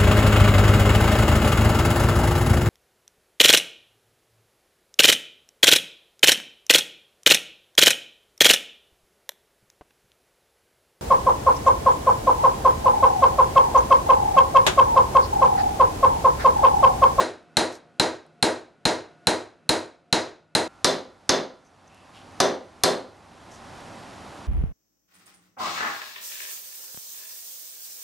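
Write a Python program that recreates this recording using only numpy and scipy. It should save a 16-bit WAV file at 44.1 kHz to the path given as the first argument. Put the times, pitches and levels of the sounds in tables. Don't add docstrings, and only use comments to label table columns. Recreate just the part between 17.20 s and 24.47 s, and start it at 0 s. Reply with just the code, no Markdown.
import sys
import numpy as np
from scipy import signal
from scipy.fft import rfft, irfft
from scipy.io import wavfile
from scipy.ndimage import uniform_filter1d, minimum_filter1d

SR = 44100
rng = np.random.default_rng(int(sys.argv[2]) if len(sys.argv) > 2 else 0)


def digitize_waveform(pressure):
    field = np.atleast_2d(pressure).T
    bounded = np.clip(field, -1, 1)
    quanta = np.round(bounded * 32767).astype(np.int16)
    wavfile.write(sys.argv[1], SR, quanta)


N = 320607
TIME = np.arange(N) / SR
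AGE = TIME[:int(.8 * SR)]
MOVE_S, CUTOFF_HZ = 3.479, 11850
SIDE = np.array([[1], [-1]])


def from_db(db):
    return 10 ** (np.asarray(db) / 20)


def rms_one(x):
    return x / np.sqrt(np.mean(x ** 2) + 1e-20)


def unit_hit(x):
    return x / np.sqrt(np.sum(x ** 2) / (.01 * SR) + 1e-20)


def at_hz(points, hz):
    frequencies, values = np.array(points).T
    return np.interp(np.log(hz), np.log(frequencies), values)


def band(x, low, high):
    sos = signal.butter(2, [max(low, 15), min(high, .45 * SR)], "band", fs=SR, output="sos")
    return signal.sosfilt(sos, x + 1e-18)


def delayed(x, s):
    return np.interp(np.arange(len(x)) - round(s * SR), np.arange(len(x)), x, left=0, right=0)


def swell(rise_s, t60):
    return (1 - np.exp(-AGE / max(rise_s, 1e-5))) * from_db(-60 * AGE / t60)


def burst(rise_s, t60):
    return rng.standard_normal(len(AGE)) * swell(rise_s, t60)


def coloured(x, gain_db):
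    size = x.shape[-1]
    cepstrum = irfft(np.log(from_db(gain_db)), size)
    cepstrum[1:size // 2] *= 2
    cepstrum[size // 2 + 1:] = 0
    return irfft(rfft(x) * np.exp(rfft(cepstrum)), size)


def banded_noise(spectrum, width, envelope, count=32):
    edges = np.geomspace(175, 13150, count) - 150
    out = 0
    for low, high in zip(edges, edges[1:]):
        hz = np.sqrt(low * high)
        shape = envelope(hz)
        mid, side = (rms_one(band(rng.standard_normal(len(shape)) * shape, low, high)) for _ in "ms")
        stereo = mid + from_db(at_hz(width, hz)) * side * SIDE
        out = out + from_db(at_hz(spectrum, hz)) * np.sqrt(high - low) * stereo
    return out


# frequency in Hz, relative spectral density in dB.
NEAR_RUSH = [(15, -57), (25, -34), (101, -26), (145, -5), (208, -7.5), (488, -11.5), (631, -13),
             (700, -14.5), (817, -21), (1170, -22), (1300, -14), (1480, -20), (10300, -43.5),
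             (12000, -52.5), (15600, -85), (22000, -120)]
FAR_RUSH = [(15, -42), (25, -10.5), (48, -9), (91, 1), (124, -2), (298, -0.5), (418, -7.5), (513, -4),
            (797, -2), (1140, -6), (1600, -10.5), (2480, -16), (5120, -20), (9510, -28.5), (12000, -34),
            (15600, -65), (22000, -120)]
# frequency in Hz, side minus mid level in dB.
NEAR_RUSH_WIDTH = [(60, 2), (150, -7.5), (300, -14), (600, -20.5), (1200, -17), (2400, -26), (5000, -25.5)]
FAR_RUSH_WIDTH = [(60, -9.5), (110, -15.5), (200, -15), (350, -11.5), (640, -11.5), (1160, -8), (2090, -13),
                  (3770, -46.5), (6820, -45.5), (12300, -19)]

def rush(spectrum, width):
    return rms_one(banded_noise(spectrum, width, lambda hz: np.ones(N), count=24))


# frequency in Hz, level in dB.
NEAR_HUM = [(156, -50.5), (705, -48.5), (1453, -55), (2616, -64)]
FAR_HUM = [(97, -56.5), (780, -58), (1034, -66.5), (2584, -70.5)]

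def hum(tones):
    return sum(from_db(db) * rms_one(band(rng.standard_normal(N), hz - 3, hz + 3)) for hz, db in tones)


# start in seconds, centre in Hz, bandwidth in Hz, length in seconds, level in dB.
RUBS = [(0.226, 8060, 6000, .008, -56), (0.515, 5300, 3000, 0.079, -32), (1.063, 9000, 2500, 0.0057, -46),
        (4.06, 886, 1400, 0.011, -53), (4.445, 6040, 350, 0.066, -50.5), (4.67, 6100, 450, .03, -53),
        (4.69, 2700, 220, 0.24, -51.5), (4.744, 6000, 8000, 0.011, -49), (4.933, 2950, 886, 0.12, -46),
        (5.965, 8100, 6100, .01, -61), (6.308, 6220, 1200, 0.092, -51.5)]

def handling(slips_per_s=2500):
    out = np.zeros(N)
    for s, hz, width_hz, length_s, db in RUBS:
        stroke = np.sin(np.pi * np.sqrt(np.clip((TIME - s) / length_s, 0, 1)))
        slips = rng.standard_normal(N) * (rng.random(N) < slips_per_s / SR)
        resonance = signal.iirpeak(hz, hz / width_hz, fs=SR)
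        out += from_db(db) * stroke * rms_one(signal.lfilter(*resonance, slips + 1e-18))
    return out


# frequency in Hz, relative spectral density in dB.
NEAR_ROOM = [(40, -30.5), (60, -29), (88, -6), (200, -14), (330, 5), (650, 1.5), (1100, -4), (2000, -4.5),
             (2700, -12), (4100, -8.5), (6500, -11.5), (8000, -14.5), (10000, -15), (12000, -33.5)]
FAR_ROOM = [(40, -32.5), (120, -13.5), (175, -2.5), (350, 0), (600, 2.5), (1100, -5), (1900, -7),
            (2600, -16), (3700, -7.5), (6000, -12), (8000, -23), (12000, -30.5)]
# frequency in Hz, reverberation time in seconds.
REVERB_T60 = [(60, 0.62), (150, 0.38), (450, 0.38), (1500, 0.37), (4000, 0.35), (7000, 0.31), (11000, .26)]
# frequency in Hz, side minus mid level in dB.
REVERB_WIDTH = [(60, -4.5), (150, -15), (300, -14.5), (600, -8.5), (1200, -8), (2400, -15), (4500, -40),
                (9000, -33.5)]

def reverberation(spectrum, rise_s):
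    def envelope(hz):
        return swell(rise_s * min(1, 700 / hz) ** 0.86, at_hz(REVERB_T60, hz))
    return unit_hit(banded_noise(spectrum, REVERB_WIDTH, envelope))


# frequency in Hz, level in dB for a 0 dB blow, 60 dB decay in seconds.
STEEL_MODES = [(1367, -38, 0.88), (1470, -48.5, 1.3)]

def singing_steel(blows):
    out = np.zeros(N)
    for hz, db, t60 in STEEL_MODES:
        energy = sum((TIME >= s) * from_db(force_db - 60 * np.maximum(TIME - s, 0) / t60) ** 2
                     for s, force_db, *_ in blows)
        out += from_db(db) * np.sqrt(energy) * np.sin(2 * np.pi * hz * TIME)
    return out


# frequency in Hz, relative level in dB.
NEAR_MODES = [(250.3, -5.5), (321.7, -0.3), (375.5, -9.5), (395.7, -7), (414.5, -13), (458.9, -4),
              (492.6, -12.5), (508.7, -4.5), (532.9, -6.5), (554.5, -16.5), (625.8, -2.5), (659.5, -10),
              (683.7, -8.5), (736.2, -14), (823.6, -9), (860.0, -9), (908.4, -5), (935.3, -8),
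              (979.8, -6.5), (1528.9, -17), (1557.1, -20.5), (1602.9, -11), (3694.3, -13), (3838.3, -12),
              (4075.2, -9.5), (4110.2, -4.5), (4134.4, -8), (4162.6, -7)]
FAR_MODES = [(261.1, 6.5), (354.0, 6.5), (375.5, 5.5), (405.1, 8), (475.1, -22.5), (511.4, 8.5), (527.6, 7),
             (549.1, -11), (572.0, 3.5), (624.5, 7.5), (644.7, -0.5), (681.0, -39.5), (710.6, -20.5),
             (729.4, -15), (753.7, 1.5), (901.7, -13), (960.9, -17.5), (998.6, 2.5), (1183.0, -6.5),
             (1779.2, -14.5), (3546.2, -35), (3563.7, -4.5), (3593.4, -36), (3618.9, -3.5), (4088.6, -25.5),
             (4122.3, 4.5), (4209.7, -27.5), (4683.5, -31.5)]

def ringing(modes, rise_s, sustain):
    out = 0
    for hz, db in modes:
        phase = rng.random() + rng.normal(0, .025) * min(1, 1000 / hz) * SIDE
        scatter = np.cumsum(rng.standard_normal(len(AGE))) * 0.0025 * hz / 4000
        envelope = swell(rise_s * min(1, 600 / hz), sustain * at_hz(REVERB_T60, hz))
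        out = out + from_db(db) * unit_hit(envelope * np.sin(2 * np.pi * (hz * AGE + phase + scatter)))
    return unit_hit(out)


def bench_thump(push_s, rock_db=-3.5):
    pulse = np.sin(np.pi * np.minimum(AGE / push_s, 1))
    push = unit_hit(band(pulse, 59, 350))
    rocking = unit_hit(band(burst(0, t60=0.033), 30, 300))
    return push + from_db(rock_db) * rocking * SIDE


def dowel_ping(hz, rise_s, t60, room_db, spread_hz=110):
    direct = unit_hit(swell(rise_s, t60) * np.sin(2 * np.pi * hz * AGE))
    scattered = band(burst(0.0041, at_hz(REVERB_T60, hz)), hz - spread_hz, hz + spread_hz)
    return direct + from_db(room_db) * unit_hit(scattered)


def snap(low_hz, t60):
    return unit_hit(band(burst(0, t60), low_hz, CUTOFF_HZ))


# frequency in Hz, relative spectral density in dB.
NEAR_CRACK = [(100, 0), (250, 6), (480, -3), (730, 4.5), (1150, -4.5), (1550, 2), (2300, -6), (4200, -1),
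              (5500, -8), (7500, -8.5), (9000, -11.5), (12000, -29.5)]
FAR_CRACK = [(60, -15.5), (130, -2.5), (280, 6), (570, 4), (1050, 3.5), (1700, 0.5), (2500, -9.5),
             (4000, -1), (6100, 1.5), (7500, -15.5), (12000, -19)]
# frequency in Hz, side minus mid level in dB.
CONTACT_WIDTH = [(70, -2), (280, -4), (600, -7.5), (1100, -11.5), (2200, -12.5), (4500, -21.5),
                 (9000, -21.5)]

def crack(spectrum, t60):
    return unit_hit(banded_noise(spectrum, CONTACT_WIDTH, lambda hz: swell(.0001, t60), count=24))


def landing_db(hz, hardness_db, knock_db, hard_above_hz=7200, knock_hz=560, knock_octaves=1.7):
    treble = 1 / (1 + (hard_above_hz / hz) ** 23)
    knock = np.exp(-.5 * (np.log2(hz / knock_hz) / knock_octaves) ** 2)
    return hardness_db * treble + knock_db * knock


# centre in Hz, bandwidth in Hz, relative lift in dB.
NEAR_PEAKS = [(1556, 50, 4), (2675, 110, 0.5), (3300, 118, 2.1), (3830, 268, 3.5), (4870, 200, 3),
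              (6100, 296, 2), (6660, 350, 3.5), (6950, 300, 4), (7100, 174, 3), (7849, 136, 5),
              (8603, 430, 5.5), (9265, 300, 3.5), (10080, 270, 2), (10900, 154, 2)]
FAR_PEAKS = [(1900, 300, 0.56), (2950, 200, 0.66), (3520, 140, 4.6), (4780, 120, 4.1), (5250, 340, 2),
             (5860, 76, 1.4), (6210, 330, 4.7), (6760, 520, 3.7), (7440, 150, 3.0), (8250, 300, 2.6),
             (8650, 300, 4), (9700, 300, 2.6), (10200, 200, 3.5), (10578, 136, 2.1)]

def hammering(blows, peaks, shared, fresh):
    out = np.zeros((2, N))
    hz = np.fft.rfftfreq(len(AGE), 1 / SR) + 1
    lift_db = sum(db / (1 + (2 * (hz - centre) / width) ** 4) for centre, width, db in peaks)
    lift_db -= uniform_filter1d(lift_db, size=1200)
    for s, force_db, ping_hz, ping_db, hardness_db, knock_db in blows:
        gain_db = force_db + lift_db + landing_db(hz, hardness_db, knock_db)
        blow = coloured(shared + fresh(ping_hz, ping_db), gain_db)
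        start = round(s * SR)
        first, last = max(start, 0), min(start + len(AGE), N)
        out[:, first:last] += blow[:, first - start:last - start]
    return out


# start in seconds, force in dB, ping frequency in Hz,
# then relative ping level, contact hardness and bench knock, all in dB.
FAR_BLOWS = [(3.6444, 5, 4020, 0, 3.2, -2.5), (4.092, 6.5, 6340, -7, -2, -2),
             (5.2016, -4, 5980, 1, 2.5, 4.5), (5.6354, -2, 4220, 3.5, 7.5, 1.5)]

def far_mallet():
    room = from_db(1.5) * reverberation(FAR_ROOM, rise_s=0.061)
    modes = from_db(2.5) * ringing(FAR_MODES, rise_s=0.031, sustain=0.98)
    shared = crack(FAR_CRACK, t60=0.08) + room + modes

    def fresh(ping_hz, ping_db):
        strike = from_db(-1) * crack(FAR_CRACK, t60=0.028) + from_db(-16) * snap(6400, t60=0.011)
        ping = from_db(ping_db - 12) * dowel_ping(ping_hz, rise_s=0.0012, t60=0.021, room_db=-0.5)
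        bench = from_db(-20) * bench_thump(push_s=0.0028)
        return strike + ping + bench + from_db(-3) * reverberation(FAR_ROOM, rise_s=0.011)
    return hammering(FAR_BLOWS, FAR_PEAKS, shared, fresh)


# start in seconds, force in dB,
# ping frequency in Hz, then relative ping level, contact hardness and bench knock, all in dB.
NEAR_BLOWS = [(-0.05, 2.5, 4070, -0.5, .5, 1.5), (0.3689, 3, 4100, 0.5, .8, 1.5),
              (0.7973, 3.5, 4060, 0, -2, 1.5), (1.2262, 4.5, 4120, 0, 1, 3),
              (1.6531, 1.5, 4113, -0.5, -2.5, 1), (2.0699, 5, 4073, 0.5, 0, 1),
              (2.4915, 7.5, 4107, 1, 1, 1), (2.9266, 10.5, 4090, 0, -4.5, -1.5),
              (3.3503, 4.8, 4086, 1.5, 1, 1.2)]

def near_mallet():
    contact = from_db(1.5) * crack(NEAR_CRACK, t60=.035)
    echo = from_db(-7.5) * delayed(band(contact[0], 150, 1500), .0435)
    room = from_db(2) * reverberation(NEAR_ROOM, rise_s=0.043)
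    modes = from_db(2.5) * ringing(NEAR_MODES, rise_s=0.024, sustain=0.86)
    shared = contact + echo + room + modes

    def fresh(ping_hz, ping_db):
        strike = from_db(-7.5) * crack(NEAR_CRACK, t60=0.048) + from_db(-12) * snap(6000, t60=0.0056)
        ping = from_db(ping_db - 0.5) * dowel_ping(ping_hz, rise_s=.003, t60=0.023, room_db=-14)
        bench = from_db(-12.5) * bench_thump(push_s=0.0036)
        return strike + ping + bench + from_db(-1) * reverberation(NEAR_ROOM, rise_s=0.007)
    return hammering(NEAR_BLOWS, NEAR_PEAKS, shared, fresh)


def scene():
    near = near_mallet() + from_db(-43) * rush(NEAR_RUSH, NEAR_RUSH_WIDTH) + hum(NEAR_HUM)
    lean_right = from_db(-.7 * SIDE)
    far = far_mallet() + from_db(-42.5) * rush(FAR_RUSH, FAR_RUSH_WIDTH) * lean_right + hum(FAR_HUM)
    far += singing_steel([NEAR_BLOWS[-1], *FAR_BLOWS])
    return np.where(TIME < MOVE_S, near, far) + handling()


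def gain_control(x, start_duck_db, ceiling_db=-13.0, hold_s=0.21, release_db_per_s=17.0):
    power = uniform_filter1d(np.mean(x ** 2, axis=0), size=353)
    level_db = 10 * np.log10(np.maximum(power, 1e-12))
    over_db = np.maximum(level_db - ceiling_db, 0)
    over_db[0] = max(over_db[0], start_duck_db)
    half = int(hold_s * SR / 2)
    held_db = -minimum_filter1d(-over_db, 2 * half + 1, origin=half, mode="constant")
    recovery_db = release_db_per_s * TIME[:len(held_db)]
    duck_db = np.maximum.accumulate(held_db + recovery_db) - recovery_db
    return x * from_db(-uniform_filter1d(duck_db, size=45))


def record(dry):
    near, far = np.split(dry, [round(MOVE_S * SR)], axis=1)
    levelled = np.hstack([gain_control(near, start_duck_db=17), gain_control(far, start_duck_db=12)])
    fade_in = np.minimum(TIME / .004, 1)
    rounded = 1.05 * np.tanh(levelled / 1.05) * fade_in
    return signal.sosfilt(signal.ellip(10, .2, 70, CUTOFF_HZ, fs=SR, output="sos"), rounded)


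dry = scene()
out = record(dry)
digitize_waveform(out)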